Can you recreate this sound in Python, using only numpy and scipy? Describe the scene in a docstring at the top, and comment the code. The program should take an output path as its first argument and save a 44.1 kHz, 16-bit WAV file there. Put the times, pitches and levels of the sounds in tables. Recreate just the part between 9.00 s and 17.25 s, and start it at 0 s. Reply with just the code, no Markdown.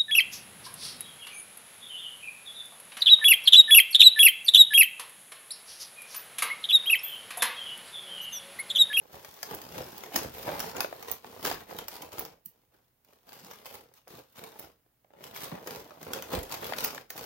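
"""A long box half covered in wrapping paper is lifted, folded at one end and laid back on a bedroom carpet.
From the start the paper slides and flexes: noise hiss and random clicks ringing through paper patches.
Single creases soon snap, soft low noise bumps mark box against legs and floor, then wide panels pop dully.
The handling thins out from about 3.5 s and grows strong again after 6 s, with the loudest bump near 7.3 s.
Air noise and mains hum lie under it all; two microphone ports hear the paper through a small room's echo."""
import sys
import numpy as np
from scipy import signal
from scipy.fft import rfft, irfft, next_fast_len
from scipy.io import wavfile
from scipy.ndimage import uniform_filter1d, map_coordinates

SR = 44100
rng = np.random.default_rng(int(sys.argv[2]) if len(sys.argv) > 2 else 0)


def store_wav(level_fs):
    """Save 16-bit WAV to argv[1]."""
    pcm = np.round(np.clip(np.atleast_2d(level_fs), -1, 1) * 32767)
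    wavfile.write(sys.argv[1], SR, pcm.T.astype(np.int16))


N = 363825
T = np.arange(N) / SR
RING = T[:int(.3 * SR)]  # time axis of every single ring [s]
TOP_HZ = 16000  # band limit


def amp(db):
    """Decibels to gain."""
    return 10 ** (np.asarray(db) / 20)


def power_db(power):
    """Power to decibels."""
    return 10 * np.log10(power)


def unit(x):
    """x at rms 1."""
    return x / np.sqrt(np.mean(np.square(x)))


def along(points, hz, axis=1):
    """One column of (frequency [Hz], ..) points, read on a log frequency axis."""
    table = np.transpose(points)
    return np.interp(np.log(hz + 1), np.log(table[0]), table[axis])


def coloured(x, gain_db):
    """x through the causal minimum-phase filter whose gain is gain_db(Hz)."""
    size = 2 * next_fast_len(x.shape[-1] // 2 + 4096)
    log_gain = np.log(amp(gain_db(np.fft.rfftfreq(size, 1 / SR))))
    # folding the cepstrum onto positive time makes the filter causal
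    cepstrum = irfft(log_gain)
    cepstrum[1:size // 2] *= 2
    cepstrum[size // 2 + 1:] = 0
    response = np.exp(rfft(cepstrum))
    return irfft(rfft(x, size) * response)[..., :x.shape[-1]]


def voiced(x, spectrum):
    """White x given a spectrum whose mean power up to TOP_HZ is 1."""
    power = np.mean(amp(along(spectrum, np.linspace(0, TOP_HZ, len(RING)))) ** 2)
    return coloured(x, lambda hz: along(spectrum, hz) - power_db(power))


# Faint air noise of the room: (frequency [Hz], relative level [dB])
AIR_SPECTRUM = [(124, 2), (3740, -20), (8640, -23), (15800, -12)]
HUM_HZ = 120


def quiet_room():
    """Faint air noise, independent in mid and side, over a steady sine of mains hum."""
    air = amp(-74.5) * voiced(rng.standard_normal((2, N)), AIR_SPECTRUM)
    hum = amp(-82.5) * np.sin(2 * np.pi * HUM_HZ * T)
    return air + hum


# Decay of the small room: (frequency [Hz], time to fall 60 dB [s])
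ROOM_DECAY = [(4000, 0.23), (15000, 0.14)]
WALL_S, EARLY_DB = .024, -3.5  # nearby furniture answers first, more weakly; then the far walls


def room_tail():
    """A fresh mid/side reverberation of energy 1 that swells when the far walls answer."""
    hz, t, cells = signal.stft(rng.standard_normal((2, len(RING))), SR)
    decay = amp(-60 * t / along(ROOM_DECAY, hz)[:, None])
    tail = signal.istft(cells * decay, SR)[1][:, :len(RING)]
    swelling = np.where(RING < WALL_S, amp(EARLY_DB) * tail, tail)
    return unit(swelling) / np.sqrt(len(RING))


def patch(colour, t60, crack_db, room_db, ripple_db):
    """One patch of paper answers a click with a crack and a short ring at its own resonances; the room follows."""
    ringing = amp(-60 * RING / t60)
    crack = amp(crack_db - 60 * RING / .004)  # gone within milliseconds
    fade = (ringing + crack) * (1 - np.exp(-RING / .0003))
    ring = unit(rng.standard_normal((2, len(RING))) * fade) / np.sqrt(len(RING))
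    heard = (ring + amp(room_db) * room_tail()) / np.sqrt(1 + amp(2 * room_db))
    # random ripple over the colour gives each patch its own resonances
    modes_hz = np.geomspace(30, TOP_HZ, num=110)
    modes_db = colour(modes_hz) + ripple_db * rng.standard_normal(len(modes_hz))
    return voiced(heard, np.column_stack([modes_hz, modes_db]))


def crumple(level_db, spectrum, rate, scatter_db, t60, room_db, ripple_db, growth=.24, count=170):
    """Random buckles, denser as well as louder under effort, that wander from patch to patch."""
    busy = rate * amp(growth * (level_db - level_db.max()))  # clicks per second
    clicks = (rng.random(N) < busy / SR) * amp(scatter_db * rng.standard_normal(N))
    # the hands feed in energy steadily; the buckles share it out unevenly
    power = np.abs(uniform_filter1d(uniform_filter1d(clicks ** 2, size=2200), size=900))
    clicks = clicks / np.sqrt(power + 1e-9) * amp(level_db)
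    # neighbouring patches overlap in time
    place = np.floor(np.arange(N) * (count - 2) / N + 2 * rng.random(N))
    out = np.zeros((2, N + SR))
    for k in range(count):
        first, last = np.flatnonzero(place == k)[[0, -1]]
        ring = patch(lambda hz: along(spectrum, hz), t60, crack_db=3, room_db=room_db, ripple_db=ripple_db)
        own_clicks = clicks[first:last] * (place[first:last] == k)
        heard = signal.fftconvolve(own_clicks[None], ring, axes=1)
        out[:, first:first + heard.shape[1]] += heard
    return out[:, :N]


def stroke(start, end, rise, fall):
    """Power of one movement: full from start to end, with flanks in dB per second."""
    outside_db = rise * np.maximum(start - T, 0) + fall * np.maximum(T - end, 0)
    return amp(-2 * np.minimum(outside_db, 100))


def strokes_power(start, end, db, crisp_db, rise, fall):
    """One movement shared out as power of (broad bending, fine creasing)."""
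    return amp([[db], [db + crisp_db]]) ** 2 * stroke(start, end, rise, fall)


# Paper sliding and shifting on box, legs and carpet:
# (start [s], end [s], broad bending level [dB], crispness: fine creasing against bending [dB])
PAPER_SLIDES = [(0, 0.142, -59, -4.5), (0.128, 0.434, -57, 3), (0.459, 1.276, -50, -1.5),
                (1.34, 1.709, -47, 1.5), (1.847, 2.125, -50.5, -3.5), (2.247, 2.62, -50.5, -4.5),
                (2.634, 3.336, -58.5, -9.5), (3.494, 3.642, -77, -1), (3.73, 3.882, -81, 1),
                (4.1, 4.273, -74, 2.5), (4.274, 4.816, -59.5, -3.5), (4.814, 4.928, -66.5, -11),
                (4.967, 4.975, -72, 13.5), (5.101, 5.195, -52, -3), (5.217, 5.33, -76, 8),
                (5.362, 5.672, -57, -3.5), (6.201, 7.016, -54.5, -6.5), (7.015, 8.007, -50, -3.5)]
SLIDE_RISE_DB_PER_S, SLIDE_STOP_DB_PER_S = 521.5, 366
CATCH_DB, CATCHES_PER_S = 1, 18  # sliding paper catches and lets go
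# Hands bending the sheet and letting it relax:
# (time at full strength [s], hold [s], broad bending level [dB], crispness as above [dB])
HAND_FLEXES = [(0.14, 0.014, -48.5, -12), (0.508, 0.0042, -36.5, -13), (0.756, 0.037, -38.5, -9),
               (1.147, 0.014, -36, -3.5), (1.226, 0.0022, -37.5, -7.5), (1.47, 0.044, -34.5, -16.5),
               (1.542, 0.11, -41.5, -20.5), (1.754, 0.029, -37, -13), (2.088, 0.0051, -46, 1),
               (2.446, 0.035, -36.5, 0.5), (2.697, 0.105, -46.5, -6), (2.921, 0.044, -54, 4.5),
               (3.012, 0.01, -45.5, -6.5), (3.129, 0.02, -47.5, -2), (3.18, 0.02, -43, -6),
               (3.73, 0.031, -67, -8), (4.07, 0.061, -69, -2), (4.287, 0.11, -60.5, 3),
               (4.443, 0.1, -59, 3), (4.66, 0.017, -59.5, 9), (4.73, 0.013, -48.5, -2.5),
               (5.375, 0.075, -51.5, -2), (5.593, 0.044, -56.5, -2), (6.129, 0.11, -59.5, -22.5),
               (6.237, 0.0138, -56, 5), (6.354, 0.079, -48, 1), (6.433, 0.01, -42, -4),
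               (6.508, 0.052, -41.5, -21), (6.664, 0.11, -44, -5), (7.066, .055, -43.5, -19),
               (7.148, 0.0137, -41.5, -6.5), (7.329, 0.011, -30, -9), (7.511, 0.015, -42, -1.5),
               (7.626, 0.067, -41.5, -2.5), (7.771, 0.087, -41.5, 1), (8.162, 0.085, -48.5, 0.5)]
FLEX_RISE_DB_PER_S, FLEX_RELAX_DB_PER_S = 654, 192


def handling():
    """Power of the flexes and of the slides, each as (broad bending, fine creasing)."""
    knots = rng.standard_normal(int(CATCHES_PER_S * T[-1]) + 4)
    catching = amp(2 * CATCH_DB * map_coordinates(knots, [T * CATCHES_PER_S]))
    sliding = sum(strokes_power(start, end, db, crisp_db, SLIDE_RISE_DB_PER_S, SLIDE_STOP_DB_PER_S)
                  for start, end, db, crisp_db in PAPER_SLIDES)
    flexing = sum(strokes_power(s, s + hold_s, db, crisp_db, FLEX_RISE_DB_PER_S, FLEX_RELAX_DB_PER_S)
                  for s, hold_s, db, crisp_db in HAND_FLEXES)
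    return flexing, sliding * catching


# Bending sheet: (frequency [Hz], relative level [dB])
BENDING_SPECTRUM = [(30, -31), (70, -7.5), (160, -2.5), (350, -3), (460, 3.5), (600, -2), (800, -4),
                    (1300, -12.5), (2000, -16), (8000, -41.5)]
# Fine creases and sliding hiss: (frequency [Hz], relative level [dB])
CREASE_SPECTRUM = [(300, -5.5), (1000, 12.5), (1800, 4), (3000, 7.5), (5500, 5.5), (8200, -0.5),
                   (10500, 0.5), (12700, 7.5), (15800, 7.5)]
# Reach of dullness in a flipping flap: (frequency [Hz], share of the dullness [0-1])
FLAP_SHARE = [(1200, 1), (3500, .6), (7000, .35), (12000, 0)]
CRACKLE_DULL_DB = 4  # creases that flip have more body than paper that slides
# gains on the fine creasing: flexes mostly crackle (at 0 dB), slides crackle and hiss alike
SLIDE_CRACKLE_DB, SLIDE_HISS_DB, FLEX_HISS_DB = -5, -5, -6


def sheet():
    """Wide areas buckle dully, fine creases crackle, and moving paper hisses."""
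    (flex_broad, flex_fine), (slide_broad, slide_fine) = handling()
    bend_db = power_db(flex_broad + slide_broad)
    crease_db = power_db(flex_fine + amp(SLIDE_CRACKLE_DB) ** 2 * slide_fine)
    hiss_db = power_db(amp(FLEX_HISS_DB) ** 2 * flex_fine + amp(SLIDE_HISS_DB) ** 2 * slide_fine)
    buckling = crumple(bend_db, BENDING_SPECTRUM, rate=600, scatter_db=3.5, t60=.029, room_db=-10, ripple_db=2.5)
    folds = [(hz, db + CRACKLE_DULL_DB * along(FLAP_SHARE, hz)) for hz, db in CREASE_SPECTRUM]
    crackle = crumple(crease_db, folds, rate=480, scatter_db=6.5, t60=.022, room_db=-5, ripple_db=3.6)
    hiss = voiced(amp(hiss_db) * rng.standard_normal((2, N)), CREASE_SPECTRUM)
    return buckling + crackle + hiss


def add_flip(out, s, db, ring):
    """One flip of the paper added to out: any few random warning ticks, then the full ring."""
    before = T[:SR // 80][::-1]  # time left until the flip [s]
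    ticks = (rng.random(len(before)) < 900 / SR) * amp(-20) * np.exp(-before / .005)
    ticks[-1] = 1
    levelled = ring / np.sqrt(np.mean(ring[:, :SR // 200] ** 2))  # first 5 ms at rms 1
    flip = signal.fftconvolve(ticks[None], levelled, axes=1)
    start = round(s * SR) - len(before)
    out[:, start:start + flip.shape[1]] += amp(db) * flip


# Creases that snap through: (time [s], level of the ring's first 5 ms [dB], dullness [dB])
CREASE_SNAPS = [(0.2472, -43, 5.5), (0.4296, -34.5, -1.5), (0.5478, -34.5, -19.5), (0.6162, -42.5, 3),
                (0.9792, -36, -5), (1.0364, -40, 9.5), (1.1587, -27.5, 0), (1.1613, -20, -7.5),
                (1.4303, -45.5, 7.5), (1.5942, -35, 0.5), (1.6023, -29.5, 2.5), (1.7662, -38, 7.5),
                (1.8054, -25, -2), (2.0263, -41, 3.5), (2.1148, -28, -19), (2.4513, -27, 4),
                (2.475, -36.5, 11), (2.5136, -30.5, 14), (2.526, -39, 12), (2.7872, -34.5, 4),
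                (2.8825, -35.5, -2), (3.0213, -38.5, -10), (3.1933, -28, -14), (3.251, -36, 2.5),
                (3.459, -38, -26.5), (4.0473, -61.5, -6.5), (4.3305, -48, -0.5), (4.5114, -43, 8),
                (4.657, -46, 3), (4.7424, -40.5, -2), (4.9384, -56, -5.5), (5.079, -51.5, 1),
                (5.3241, -58, -13.5), (5.3584, -53, 3.5), (5.5952, -40, -11.5), (6.3618, -41.5, 8),
                (6.435, -39.5, -4), (6.6727, -37.5, 3), (6.907, -46.5, 24), (7.0294, -43.5, -1),
                (7.134, -30.5, -0.5), (7.2233, -36.5, 4), (7.4306, -36.5, -10), (7.5225, -36, 2),
                (7.541, -36, 8.5), (7.7857, -34, 2), (7.8414, -30, -14.5), (7.8457, -23.5, -5),
                (7.947, -41.5, 1), (8.1037, -32.5, -2.5), (8.1682, -43.5, -4.5), (8.178, -40, -6)]
# A sharp snap: (frequency [Hz], relative level [dB])
SNAP_SPECTRUM = [(150, -3.5), (500, 8), (1700, 4.5), (3500, -1.5), (6000, 2.5), (8500, -6.5), (13000, 1),
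                 (15800, 5.5)]


def snaps():
    """Single creases flip over, the duller the larger the flap."""
    out = np.zeros((2, N + SR))
    for s, db, dull_db in CREASE_SNAPS:
        colour = lambda hz: along(SNAP_SPECTRUM, hz) + dull_db * along(FLAP_SHARE, hz)
        add_flip(out, s, db, patch(colour, t60=.024, crack_db=2, room_db=-4, ripple_db=4.2))
    return out[:, :N]


# Soft bumps of the box and the air it pushes:
# (time [s], peak level [dB], centre frequency [Hz], time to fall 60 dB [s])
BOX_BUMPS = [(0.507, -40, 169, 0.13), (1.157, -35.5, 236, 0.1), (1.236, -46.5, 73, 0.91),
             (3.457, -54, 180, 0.14), (4.42, -49.5, 180, 0.22), (6.518, -32.5, 204, 0.14),
             (7.329, -28, 189, 0.17), (7.329, -31.5, 58, 0.3)]


def bumps(rise_s=0.0013, skirt_db=12):
    """The hollow box meets cloth and carpet: a soft push into a broad low resonance."""
    out = np.zeros((2, N + SR))
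    for s, db, centre_hz, t60 in BOX_BUMPS:
        swell = amp(-60 * RING / t60) * (1 - np.exp(-RING / rise_s))
        push = rng.standard_normal((2, len(RING))) * swell
        # skirts steepen with the square of the distance in octaves
        boom = coloured(push, lambda hz: -skirt_db * np.minimum(np.log2((hz + 1) / centre_hz) ** 2, 6))
        start = round(s * SR)
        out[:, start:start + len(RING)] += amp(db) * boom / np.abs(boom).max(axis=1, keepdims=True)
    return out[:, :N]


# Wide panels that buckle with a hollow note:
# (time [s], level of the ring's first 5 ms [dB], resonance [Hz])
PANEL_POPS = [(1.4901, -32.5, 630), (1.8454, -29, 630), (1.9264, -35, 593), (2.245, -45, 840),
              (2.71, -42.5, 645), (3.19, -39, 511), (5.074, -51.5, 546), (5.862, -68.5, 513),
              (6.045, -62.5, 600), (6.105, -62, 500), (7.6299, -37.5, 726), (7.7231, -31.5, 663),
              (7.735, -35, 1550), (7.886, -42.5, 1430), (7.978, -39.5, 1410)]
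POP_SKIRT_DB_PER_OCTAVE = 10.5


def pops():
    """Wide panels buckle, each ringing briefly around one resonance."""
    out = np.zeros((2, N + SR))
    for s, db, centre_hz in PANEL_POPS:
        colour = lambda hz: -POP_SKIRT_DB_PER_OCTAVE * np.abs(np.log2(hz / centre_hz))
        add_flip(out, s, db, patch(colour, t60=.024, crack_db=0, room_db=-11, ripple_db=2))
    return out[:, :N]


# The two microphone ports: (frequency [Hz], side gain against mid [dB], left against right [dB])
PORT_BALANCE = [(96, -17, -2.5), (330, -8.5, 1.5), (792, -1, -5.5), (1530, -2.5, 6.5), (7160, 1, 4),
                (8300, -2, -8), (15440, 0, -6)]


def scene():
    """Paper, box and room at two ports: alike in the bass, shaded differently by the body that holds them."""
    mid, side = quiet_room() + sheet() + snaps() + bumps() + pops()
    side = coloured(side, lambda hz: along(PORT_BALANCE, hz))
    shade = lambda hz: along(PORT_BALANCE, hz, axis=2) / 2
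    left = coloured(mid + side, shade)
    right = coloured(mid - side, lambda hz: -shade(hz))
    return np.array([left, right])


def record(dry):
    """A high-pass thins the deepest rumble and a brick wall removes everything from TOP_HZ up."""
    thinned = signal.sosfilt(signal.butter(4, 32, "highpass", fs=SR, output="sos"), dry)
    size = next_fast_len(N + SR)
    in_band = np.fft.rfftfreq(size, 1 / SR) < TOP_HZ
    return irfft(rfft(thinned, size) * in_band, size)[:, :N]


dry = scene()
out = record(dry)
store_wav(out)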